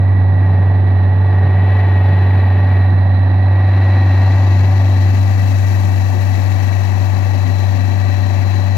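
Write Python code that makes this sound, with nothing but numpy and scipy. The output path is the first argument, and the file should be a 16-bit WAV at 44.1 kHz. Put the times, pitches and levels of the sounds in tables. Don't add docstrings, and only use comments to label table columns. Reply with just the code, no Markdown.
import sys
import numpy as np
from scipy import signal
from scipy.fft import rfft, irfft, next_fast_len
from scipy.io import wavfile

SR = 44100
rng = np.random.default_rng(int(sys.argv[2]) if len(sys.argv) > 2 else 0)


def master(y):
    cut = np.clip(np.atleast_2d(y).T, -1, 1)
    pcm = np.round(cut * 32767)
    wavfile.write(sys.argv[1], SR, pcm.astype(np.int16))


N = 386757
TIME_S = np.arange(N) / SR


def gain_of(db):
    return 10 ** (np.asarray(db) / 20)


def unit_rms(x):
    return x / np.sqrt(np.mean(x ** 2) + 1e-20)


def curve(rows):
    return np.interp(TIME_S, *np.transpose(rows))


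def spectrum(rows, hz):
    row_hz, value = np.transpose(rows)
    return np.interp(np.log(hz + 1), np.log(row_hz + 1), value)


def filtered(x, gain):
    size = next_fast_len(N + 4096)
    return irfft(rfft(x, size) * gain(np.fft.rfftfreq(size, 1 / SR)), size)[..., :N]


def waver(rate_hz):
    return unit_rms(filtered(rng.standard_normal(N), lambda hz: np.exp(-(hz / rate_hz) ** 2)))


def ring(hz, width_hz):
    angle = 2 * np.pi * np.cumsum(hz * np.ones(N)) / SR
    return waver(width_hz) * np.cos(angle) + waver(width_hz) * np.sin(angle)


# time in seconds, firing rate in Hz.
FIRING_HZ = [(0, 96.3), (3.2, 95.5), (4.4, 96.8), (5.4, 96.9), (6, 96.1), (8.77, 96.1)]
# centre in seconds, drop in firing rate in Hz.
BITE_SAG_HZ = [(.26, .9), (.57, 1.0), (1.0, 1.7), (1.45, 1.4), (1.97, 1.0), (2.23, .8), (2.46, 1.2),
               (2.78, .9), (4.12, 1.3), (4.57, 1.2), (5.01, 1.3), (5.99, 1.1)]
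def engine_cycles(sag_s=.09):
    sag_hz = sum(hz * np.exp(-((TIME_S - s) / sag_s) ** 2) for s, hz in BITE_SAG_HZ)
    return np.cumsum(curve(FIRING_HZ) - sag_hz) / SR / 4


# time in seconds, level in dB before trim.
EXHAUST_DB = [(0, -9), (1, -9.5), (1.4, -9.5), (3.2, -9.5), (4.7, -10), (6, -11.5), (8.77, -11.5)]
def exhaust(cycles, trim_db=0.93, flutter=0.021):
    level = gain_of(curve(EXHAUST_DB) + trim_db) * (1 + flutter * waver(15))
    return np.sqrt(2) * level * np.cos(2 * np.pi * 4 * cycles)


# time in seconds, relative load in dB.
LOAD_DB = [(0, -0.5), (2, 0.5), (3, -2), (3.9, -0.5), (4.8, -4), (8.77, -4.5)]
# multiple of the cycle rate, level in dB at a load of 0 dB.
ENGINE_ORDERS_DB = [(3, -41), (6, -39.5), (7, -40), (8, -37), (9, -43), (10, -39), (11, -34.5), (13, -44),
                    (14, -44), (15, -45), (16, -44), (23, -47), (24, -43), (25, -43), (26, -45), (27, -46),
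                    (28, -41), (29, -47), (30, -44), (31, -37.5), (32, -41), (33, -46), (34, -46),
                    (35, -43), (36, -40), (37, -44.5), (39, -44.5), (43, -46), (48, -43)]
CYCLE_KNOCKS = [(.16, 1.0), (.32, .7), (.8, .85), (.97, .6)]
def piston_knocks(cycles, unsteady=0.026, load_share=0.1):
    orders, db = np.transpose(ENGINE_ORDERS_DB)
    orders = np.round(orders)
    aligned = np.angle(sum(size * np.exp(-2j * np.pi * orders * at) for at, size in CYCLE_KNOCKS))
    phase = aligned - .026 * (orders - 31) ** 2
    place = np.linspace(0, 1, 2048, endpoint=False)
    pattern = np.cos(2 * np.pi * place[:, None] * orders + phase) @ gain_of(db)
    level = (1 + unsteady * waver(30)) * gain_of(load_share * curve(LOAD_DB))
    return np.sqrt(2) * level * np.interp(cycles % 1, place, pattern, period=1)


def pump_ripple(pulses, level_db, partials_db, unsteady=0.083):
    tones = sum(gain_of(db) * (1 + unsteady * waver(8.5)) * np.cos(2 * np.pi * round(k) * pulses)
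                for k, db in partials_db)
    return np.sqrt(2) * gain_of(curve(level_db)) * tones


# time in seconds, level in dB.
PISTON_PUMP_DB = [(0, -41), (.9, -35.5), (1.9, -34.5), (2.5, -37.5), (2.8, -40.5), (3.1, -50.5),
                  (8.77, -60.5)]
# harmonic number, relative level in dB.
PISTON_PARTIALS_DB = [(1, 0), (2, -8), (6, -18), (7, -13), (8, -15)]
def piston_pump(cycles):
    return pump_ripple(18 * cycles, PISTON_PUMP_DB, PISTON_PARTIALS_DB)


# time in seconds, level in dB.
GEAR_PUMP_DB = [(0, -51), (6.8, -57.5), (7.4, -36.5), (8.77, -36.5)]
# harmonic number, relative level in dB.
GEAR_PARTIALS_DB = [(1, -2.5), (2, -10), (7, -9.5)]
def gear_pump(cycles):
    return pump_ripple(24 * cycles, GEAR_PUMP_DB, GEAR_PARTIALS_DB)


def rotor_motor(cycles, order=80, base_db=-34.5, wander_hz=30, wander_rate_hz=60):
    slip = np.cumsum(wander_hz * waver(wander_rate_hz)) / SR
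    level = gain_of(base_db + curve(LOAD_DB))
    return np.sqrt(2) * level * np.cos(2 * np.pi * (order * cycles + slip))


# time in seconds, level in dB.
VALVE_DB = [(0, -64), (3.2, -45), (6.2, -50.5), (7.4, -47.5), (8.77, -42.5)]
def oil_valve(hz=4020, width_hz=85):
    return gain_of(curve(VALVE_DB)) * ring(hz, width_hz)


# time in seconds, level in dB, centre in Hz.
CHURN_DB_HZ = [(0, -30, 150), (2.699, -35, 155.4), (3.3, -36, 300), (5.5, -43.5, 270.2),
               (8.77, -32.5, 234.8)]
def soil_churn(width_hz=45):
    s, db, hz = np.transpose(CHURN_DB_HZ)
    return gain_of(np.interp(TIME_S, s, db)) * ring(np.interp(TIME_S, s, hz), width_hz)


# frequency in Hz, coherence from 0 to 1.
PORT_COHERENCE = [(300, 0.98), (900, 0.7), (2000, 0.52), (4000, 0.33), (8000, .3)]
def gritty_noise(grit_share=0.16, grit_per_s=500):
    noise = rng.standard_normal((2, N))
    grit = unit_rms(rng.standard_normal((2, N)) * (rng.random(N) < grit_per_s / SR))
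    left, apart = unit_rms(noise + grit_share * grit)
    coherence = lambda hz: np.clip(spectrum(PORT_COHERENCE, hz), 0, 1)
    right = filtered(left, coherence) + filtered(apart, lambda hz: np.sqrt(1 - coherence(hz) ** 2))
    return np.array([left, right])


# frequency in Hz, base density in dB per Hz.
ROAR_DENSITY_DB = [(25, -65), (70, -54), (150, -52.5), (270, -53), (430, -62.5), (540, -59), (780, -57.5),
                   (1050, -61.5), (1400, -69), (1750, -61.5), (2600, -75.5), (3300, -74.5), (5100, -78),
                   (6700, -77), (8500, -90.5), (15000, -87)]
# centre in Hz, width in Hz, lift in dB.
RESONANCES_HZ_DB = [(760, 78, 2), (1916, 77, 7.5), (2302, 100, 7.5), (2626, 216, 12.5), (3680, 250, -3),
                    (3907, 100, 11), (4015, 86, 7), (4240, 100, 5), (4540, 300, 5.5), (5100, 450, -3),
                    (5670, 160, 6.5), (10800, 550, 3), (12800, 440, 4)]
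def machine_colour(hz):
    lift_db = sum(db / (1 + (2 * (hz - centre) / width) ** 2) for centre, width, db in RESONANCES_HZ_DB)
    return gain_of(spectrum(ROAR_DENSITY_DB, hz) + lift_db) * np.sqrt(SR / 2)


# time in seconds, gain in dB.
FIZZ_DB = [(0, -0.5), (3, 1), (4.35, -4), (5.6, 3.5), (8.77, -1.5)]
def roar(cycles, mid_clatter=0.12, outer_clatter=0.51, flicker_db=0.67, load_share=0.14):
    noise = gritty_noise()
    knock = sum(size * np.exp(-(((cycles - at + .5) % 1 - .5) / .045) ** 2) for at, size in CYCLE_KNOCKS)
    mid = noise * unit_rms(1 + mid_clatter * knock) * gain_of(load_share * curve(LOAD_DB))
    outer = noise * unit_rms(1 + outer_clatter * knock) * gain_of(flicker_db * waver(31))
    mid_band = lambda hz: spectrum([(250, 0), (500, 1), (1100, 1), (2500, 0)], hz)
    top_band = lambda hz: spectrum([(4500, 0), (8000, 1)], hz)
    block = filtered(mid, lambda hz: machine_colour(hz) * mid_band(hz))
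    clatter = filtered(outer, lambda hz: machine_colour(hz) * (1 - mid_band(hz) - top_band(hz)))
    fizz = filtered(outer, lambda hz: machine_colour(hz) * top_band(hz)) * gain_of(curve(FIZZ_DB))
    return block + clatter + fizz


def reflected(x, count=8, echo_gain=0.066, longest_s=.014):
    delays_s = rng.uniform(.001, longest_s, count)
    signs = rng.choice([-1, 1], count)
    echoes = sum(sign * np.roll(x, round(s * SR), axis=-1) for s, sign in zip(delays_s, signs))
    return (x + echo_gain * echoes) / np.sqrt(1 + count * echo_gain ** 2)


# start in seconds, level in dB, pitch in Hz.
THUDS_DB_HZ = [(0.501, -15, 154), (0.577, -17.5, 153), (1.434, -9.5, 133), (1.562, -16.5, 157),
               (2.084, -10, 147), (2.344, -17.5, 133), (2.924, -12.5, 160), (4.6, -19, 135),
               (6.14, -18.5, 362), (7.45, -19, 259.8)]
def clod_thuds(t60_s=0.23, rise_s=.005):
    out, t = np.zeros(N), np.arange(SR // 2) / SR
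    for start_s, db, hz in THUDS_DB_HZ:
        envelope = gain_of(db - 60 * t / t60_s) * (1 - np.exp(-t / rise_s))
        thud = envelope * np.sin(2 * np.pi * hz * t)
        span = out[round(start_s * SR):][:len(thud)]
        span += thud[:len(span)]
    return out


def scene():
    cycles = engine_cycles()
    hydraulics = piston_pump(cycles) + gear_pump(cycles) + rotor_motor(cycles) + oil_valve()
    engine = exhaust(cycles) + piston_knocks(cycles)
    return engine + hydraulics + soil_churn() + reflected(roar(cycles)) + clod_thuds()


# frequency in Hz, weight on the loss in dB.
SHADE_WEIGHT = [(1000, 0.14), (1900, 0.099), (2600, 0.39), (4000, 0.41), (4500, 0.7), (5200, 0.75),
                (6500, 1.28), (9000, 0.89), (15000, 0.53)]
def hand_over_port(x, gap, shade_db, hollow_hz, width_hz, lift_db, slide_s=None):
    hz, t, bins = signal.stft(x, SR, nperseg=2048, noverlap=1536)
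    hz = hz[:, None]
    s, gap_hz = np.transpose(gap)
    cutoff_hz = np.exp(np.interp(t, s, np.log(gap_hz)))
    poles = spectrum([(3000, 0.94), (4000, 0.76), (5500, 0.29)], hz)
    leak = (1 / (1 + 1j * hz / cutoff_hz)) ** poles
    relief_db = 0.93 * np.log2(cutoff_hz / 1000)
    treble_db = spectrum(SHADE_WEIGHT, hz) * (shade_db + relief_db)
    hollow_db = lift_db / (1 + (2 * (hz - hollow_hz) / width_hz) ** 2)
    cover = np.interp(t, slide_s, [1, 0]) if slide_s else 1
    muffled = bins * leak * gain_of(cover * (treble_db + hollow_db))
    return signal.istft(muffled, SR, nperseg=2048, noverlap=1536)[1][:N]


# time in seconds, leak cut-off in Hz.
LEFT_LEAK_HZ = [(.37, 440), (.48, 1250), (.79, 520), (1.17, 580), (1.34, 1520), (1.52, 1700), (1.72, 9000),
                (2.15, 14000), (2.76, 5500), (2.95, 720), (3.35, 780), (4.17, 15000)]
# time in seconds, leak cut-off in Hz.
RIGHT_LEAK_HZ = [(.35, 1970), (4.029, 6920), (4.559, 781), (4.8, 600), (5.32, 109), (6.57, 40.1)]
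def record(dry, left_db=0.4, right_db=2.5, hiss_db=-78, edge_hz=15800):
    left = hand_over_port(dry[0], LEFT_LEAK_HZ, shade_db=-21, hollow_hz=2500, width_hz=750, lift_db=4,
                          slide_s=(3.35, 4.37))
    right = hand_over_port(dry[1], RIGHT_LEAK_HZ, shade_db=-28, hollow_hz=3900, width_hz=1200,
                           lift_db=6.3)
    pair = np.array([gain_of(left_db) * left, gain_of(right_db) * right])
    hiss = gain_of(hiss_db) * rng.standard_normal((2, N))
    lowpass = signal.firwin(511, edge_hz, window=("kaiser", 9), fs=SR)
    return signal.oaconvolve(pair + hiss, lowpass[None], "same")


dry = scene()
out = record(dry)
master(out)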